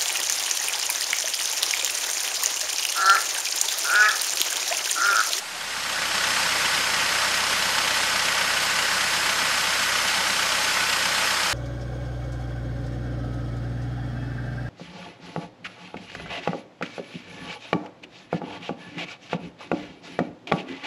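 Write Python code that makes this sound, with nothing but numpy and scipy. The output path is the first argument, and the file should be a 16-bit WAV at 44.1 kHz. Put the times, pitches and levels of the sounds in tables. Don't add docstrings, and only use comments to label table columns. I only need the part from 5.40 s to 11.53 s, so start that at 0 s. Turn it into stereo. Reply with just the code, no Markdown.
import sys
import numpy as np
from scipy import signal
from scipy.fft import rfft, irfft, next_fast_len
from scipy.io import wavfile
from scipy.ndimage import uniform_filter1d

SR = 44100
rng = np.random.default_rng(int(sys.argv[2]) if len(sys.argv) > 2 else 0)


def wav_record(signal):
    frames = np.transpose(np.atleast_2d(signal))
    bounded = np.clip(frames, -1, 1)
    quanta = np.round(bounded * 32767).astype(np.int16)
    wavfile.write(sys.argv[1], SR, quanta)


def gain_from_db(level_db):
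    decades = np.asarray(level_db, float) / 20
    return 10 ** decades


N = 270333

CYCLE_HZ, CYCLE_START = 7.9444, -.048
RIPPLE = rng.standard_normal(500)


def evened(x):
    return x / np.sqrt(np.mean(x ** 2) + 1e-20)


def read(points, hz):
    f, value = np.transpose(points)
    return np.interp(np.log(hz + 1), np.log(f + 1), value)


def add(mix, s, sound):
    part = mix[max(round(s * SR), 0):][:len(sound)]
    part += sound[:len(part)]


def coloured(x, db_of_hz):
    size = next_fast_len(len(x), real=True)
    gain = gain_from_db(db_of_hz(np.fft.rfftfreq(size, 1 / SR)))
    return irfft(rfft(x, size) * gain, size)[:len(x)]


def wander(rate_hz):
    steps = rng.standard_normal(int(N / SR * rate_hz) + 2)
    return evened(np.interp(np.arange(N) / SR * rate_hz, np.arange(len(steps)), steps))


def wash(spectrum, patchy_db, swell_db):
    frames = N // 128 + 5
    a, b, patches = rng.standard_normal((frames, 257, 3)).T
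    patches = uniform_filter1d(patches, size=5, axis=0)
    patches = evened(uniform_filter1d(patches, size=12, axis=1))
    z = (a + 1j * b) * gain_from_db(patchy_db * patches)
    x = signal.istft(z, nperseg=512, noverlap=384)[1][:N]
    x = x * gain_from_db(swell_db * wander(30.))
    return evened(coloured(x, lambda hz: read(spectrum, hz)))


def grains(per_s, low_hz, high_hz, cycles, spread_db, count=14):
    struck = rng.random(N) < per_s / SR
    size = struck * gain_from_db(spread_db * np.minimum(rng.exponential(1, N), 4))
    kind = rng.integers(0, count, N)
    out = np.zeros(N)
    for k, hz in enumerate(np.geomspace(low_hz, high_hz, count)):
        turns = np.arange(int(3 * cycles * SR / hz)) * hz / SR
        rising = np.sin(2 * np.pi * turns * (1 + 0.01014 * turns))
        drop = rising * turns * np.exp(-2.5 * turns / cycles)
        out += signal.oaconvolve(size * (kind == k), drop / np.linalg.norm(drop))[:N]
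    return evened(out)


def bubble(db, hz):
    t = np.arange(1500) / SR
    swell = np.minimum(t / 0.0019, 1) * np.exp(-t / 0.012)
    return gain_from_db(db) * swell * np.sin(2 * np.pi * hz * t * (1 + 0.85 * t))


def puddle():
    # frequency in Hz, level in dB per Hz.
    trickle = [(24, -58), (40, -33), (474, -12), (755, -17), (919, -6.5), (2330, -7.5), (8120, -12),
               (13900, -25)]
    # start in seconds, peak in dB, pitch in Hz.
    plops = [
        (0.021, -31, 820),
        (0.104, -38.5, 790),
        (0.154, -29, 710),
    ]
    out = wash(trickle, patchy_db=1.5, swell_db=-0.5)
    out += .5 * grains(900., 586.0, 4420.0, cycles=6.7, spread_db=-0.5)
    out *= gain_from_db(-35.5)
    for s, db, hz in plops:
        add(out, s, bubble(db, hz))
    return out


def hum():
    # multiple of the cycle rate, level in dB rms.
    clear_tones = [(8, -56), (9, -71), (11, -65), (12, -53), (13, -68), (16, -63), (20, -68), (21, -61),
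                   (23, -57), (24, -59), (25, -59), (32, -57), (33, -66), (36, -65)]
    # frequency in Hz, level in dB per Hz.
    silencer = [(100, -47), (145, 8.5), (170, 8.5), (215, 6.0), (250, -32), (600, -50)]
    puff_turn = .97
    turns = CYCLE_START + CYCLE_HZ * np.arange(N) / SR - puff_turn

    def lead(k):
        if k > 20:
            return -.2
        return .05 if k % 4 else -.12 + .033 * (k - 12)

    orders = {k: -75 for k in range(14, 38)}
    orders.update(dict(clear_tones))
    tones = np.zeros(N)
    for k, db in orders.items():
        tones += gain_from_db(db + 3) * np.cos(2 * np.pi * (k * turns + lead(k)))
    flutter = coloured(rng.standard_normal(N), lambda hz: read(silencer, hz))
    return tones * gain_from_db(0.38 * wander(4.9)) + gain_from_db(-50.5) * evened(flutter)


def casing_db(hz, ripple_db=1.25):
    # frequency in Hz, width in Hz, dB above the rest.
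    panels = [(880, 110, 2.8), (1500, 100, 2.6), (590, 170, 1.8), (4027, 44, 2.1), (4393, 151, 3.2),
              (4695, 54, 3.6), (5000, 300, 3.4), (5425, 69, 3.7), (5568, 90, 3.2), (6540, 330, 2.8),
              (7173, 110, 2.6), (7507, 144, 2.2), (8690, 224, 1.6), (1940, 90, 1.5)]
    peaks = sum(db / (1 + ((hz - f) / (width / 2)) ** 4) for f, width, db in panels)
    ripple = np.interp(hz, np.arange(len(RIPPLE)) * 45., RIPPLE)
    return peaks + ripple_db * ripple * np.clip(hz / 6000, .2, 1)


def firings():
    firing_turns = [.125, .365, .6, .855]
    # knock in dB, clatter in dB, clatter delay in seconds.
    cylinders = [(-4, 0, .007), (-7, -1, .006), (-1, 0, .008), (1, 0, .007)]
    # start in seconds, peak in dB.
    bangs = [(0.749, -16), (0.8395, -28), (1.2544, -14), (1.3748, -22), (1.5394, -13.5), (2.3804, -16),
             (2.4748, -27), (3.3894, -21), (3.8916, -18), (5.024, -20), (5.5244, -17), (5.6555, -31),
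             (5.9055, -27)]
    # frequency in Hz, width in Hz, level in dB.
    block = [(548, 58, -17), (628, 76, -4), (866, 129, -1), (1160, 169, -1), (1509, 161, -1),
             (1660, 62, -6), (1851, 106, -7), (1938, 55, -7), (2216, 38, -11), (2383, 244, -10),
             (2510, 96, -11), (2733, 123, -12), (2852, 43, -14), (3114, 204, -12)]
    # frequency in Hz, level in dB per Hz.
    valve_gear = [(700, -51), (1200, -6), (2000, -5.5), (2900, -2.5), (3150, -0.5), (3400, -9.5),
                  (5500, -8.5), (14000, -34.5)]
    t = np.arange(2200) / SR
    knocks, gate = np.zeros(N), np.zeros(N)
    blow_shape = np.minimum(t / .001, 1) * np.exp(-t / .004) + .3 * np.exp(-t / .03)
    blows = rng.standard_normal((len(cylinders), len(t))) * blow_shape
    chance = np.clip(rng.standard_normal((60, len(cylinders), 3)), -1.5, 1.5)
    for cycle, row in enumerate(chance):
        for turn, blow, cylinder, luck in zip(firing_turns, blows, cylinders, row):
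            knock_db, clatter_db, delay = cylinder
            slip, harder, looser = luck
            s = (cycle + turn - CYCLE_START) / CYCLE_HZ
            add(knocks, s + .00008 * slip, gain_from_db(knock_db + 1.3 * harder) * blow)
            rattle = t / delay * np.exp(-(t / delay) ** 1.6)
            add(gate, s, gain_from_db(clatter_db + 1.6 * looser) * rattle)
    for s, db in bangs:
        add(gate, s, gain_from_db(db + 14.5) * np.minimum(t / 0.0076, 1) * np.exp(-t / 0.0075))
    ring = np.zeros(len(t))
    for hz, width, db in block:
        decay = np.sqrt(width) * np.exp(-np.pi * width * t)
        ring += gain_from_db(db) * decay * np.sin(2 * np.pi * hz * t)
    clatter = coloured(gate * rng.standard_normal(N), lambda hz: read(valve_gear, hz) + casing_db(hz))
    no_bass = signal.butter(3, 850, 'high', fs=SR, output='sos')
    knocks = signal.sosfilt(no_bass, signal.oaconvolve(knocks, ring)[:N])
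    return gain_from_db(-33.5) * evened(knocks) + gain_from_db(-31.5) * evened(clatter)


def water():
    # frequency in Hz, level in dB per Hz.
    roar = [(115, -27), (250, -14), (620, -12), (1300, -2), (3000, -5.5), (3700, -8), (8000, -14),
            (14000, -23.5)]
    # start in seconds, peak in dB, pitch in Hz.
    gulp = (2.512, -27, 600)
    gush = gain_from_db(-24) * wash(roar, patchy_db=1.14, swell_db=0.29)
    gush += gain_from_db(-36) * grains(3000., 496.0, 4876.0, cycles=5.5, spread_db=4.0)
    add(gush, gulp[0], bubble(*gulp[1:]))
    return coloured(gush, lambda hz: 1.5 * casing_db(hz) - 1)


def scene():
    share = np.interp(np.arange(N) / SR, (-0.098, 0.91), (0, 1))
    pump = hum() + firings() + water()
    mono = share * pump + (1 - share) * puddle()
    return np.array([mono, mono])


def top_cut(x):
    return signal.sosfilt(signal.butter(12, 14070, fs=SR, output="sos"), x)


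def record(dry):
    # frequency in Hz, threshold in dB.
    dropped = [(6000, -14), (9500, -6), (11500, -2.6), (12400, -1.5), (13300, -3), (13700, -2),
               (13850, 1.5)]
    ceiling, edge_hz, offset = .6, 13880, -.0009
    overloaded = ceiling * np.tanh(dry[0] / ceiling)
    hz, _, z = signal.stft(overloaded, SR, nperseg=1024, noverlap=768)
    power = uniform_filter1d(uniform_filter1d(abs(z) ** 2, size=6, axis=1), size=2, axis=0)
    usual = uniform_filter1d(uniform_filter1d(power, size=150, axis=1), size=15, axis=0)
    loudness = power.sum(0)
    usual = usual * uniform_filter1d(loudness, size=24) / uniform_filter1d(loudness, size=150)
    strong = power > usual * gain_from_db(2 * read(dropped, hz))[:, None]
    kept = strong & (hz < edge_hz)[:, None]
    limited = signal.istft(z * kept, SR, nperseg=1024, noverlap=768)[1][:N] + offset
    return top_cut(np.array([limited, limited]))


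dry = scene()
out = record(dry)
wav_record(out)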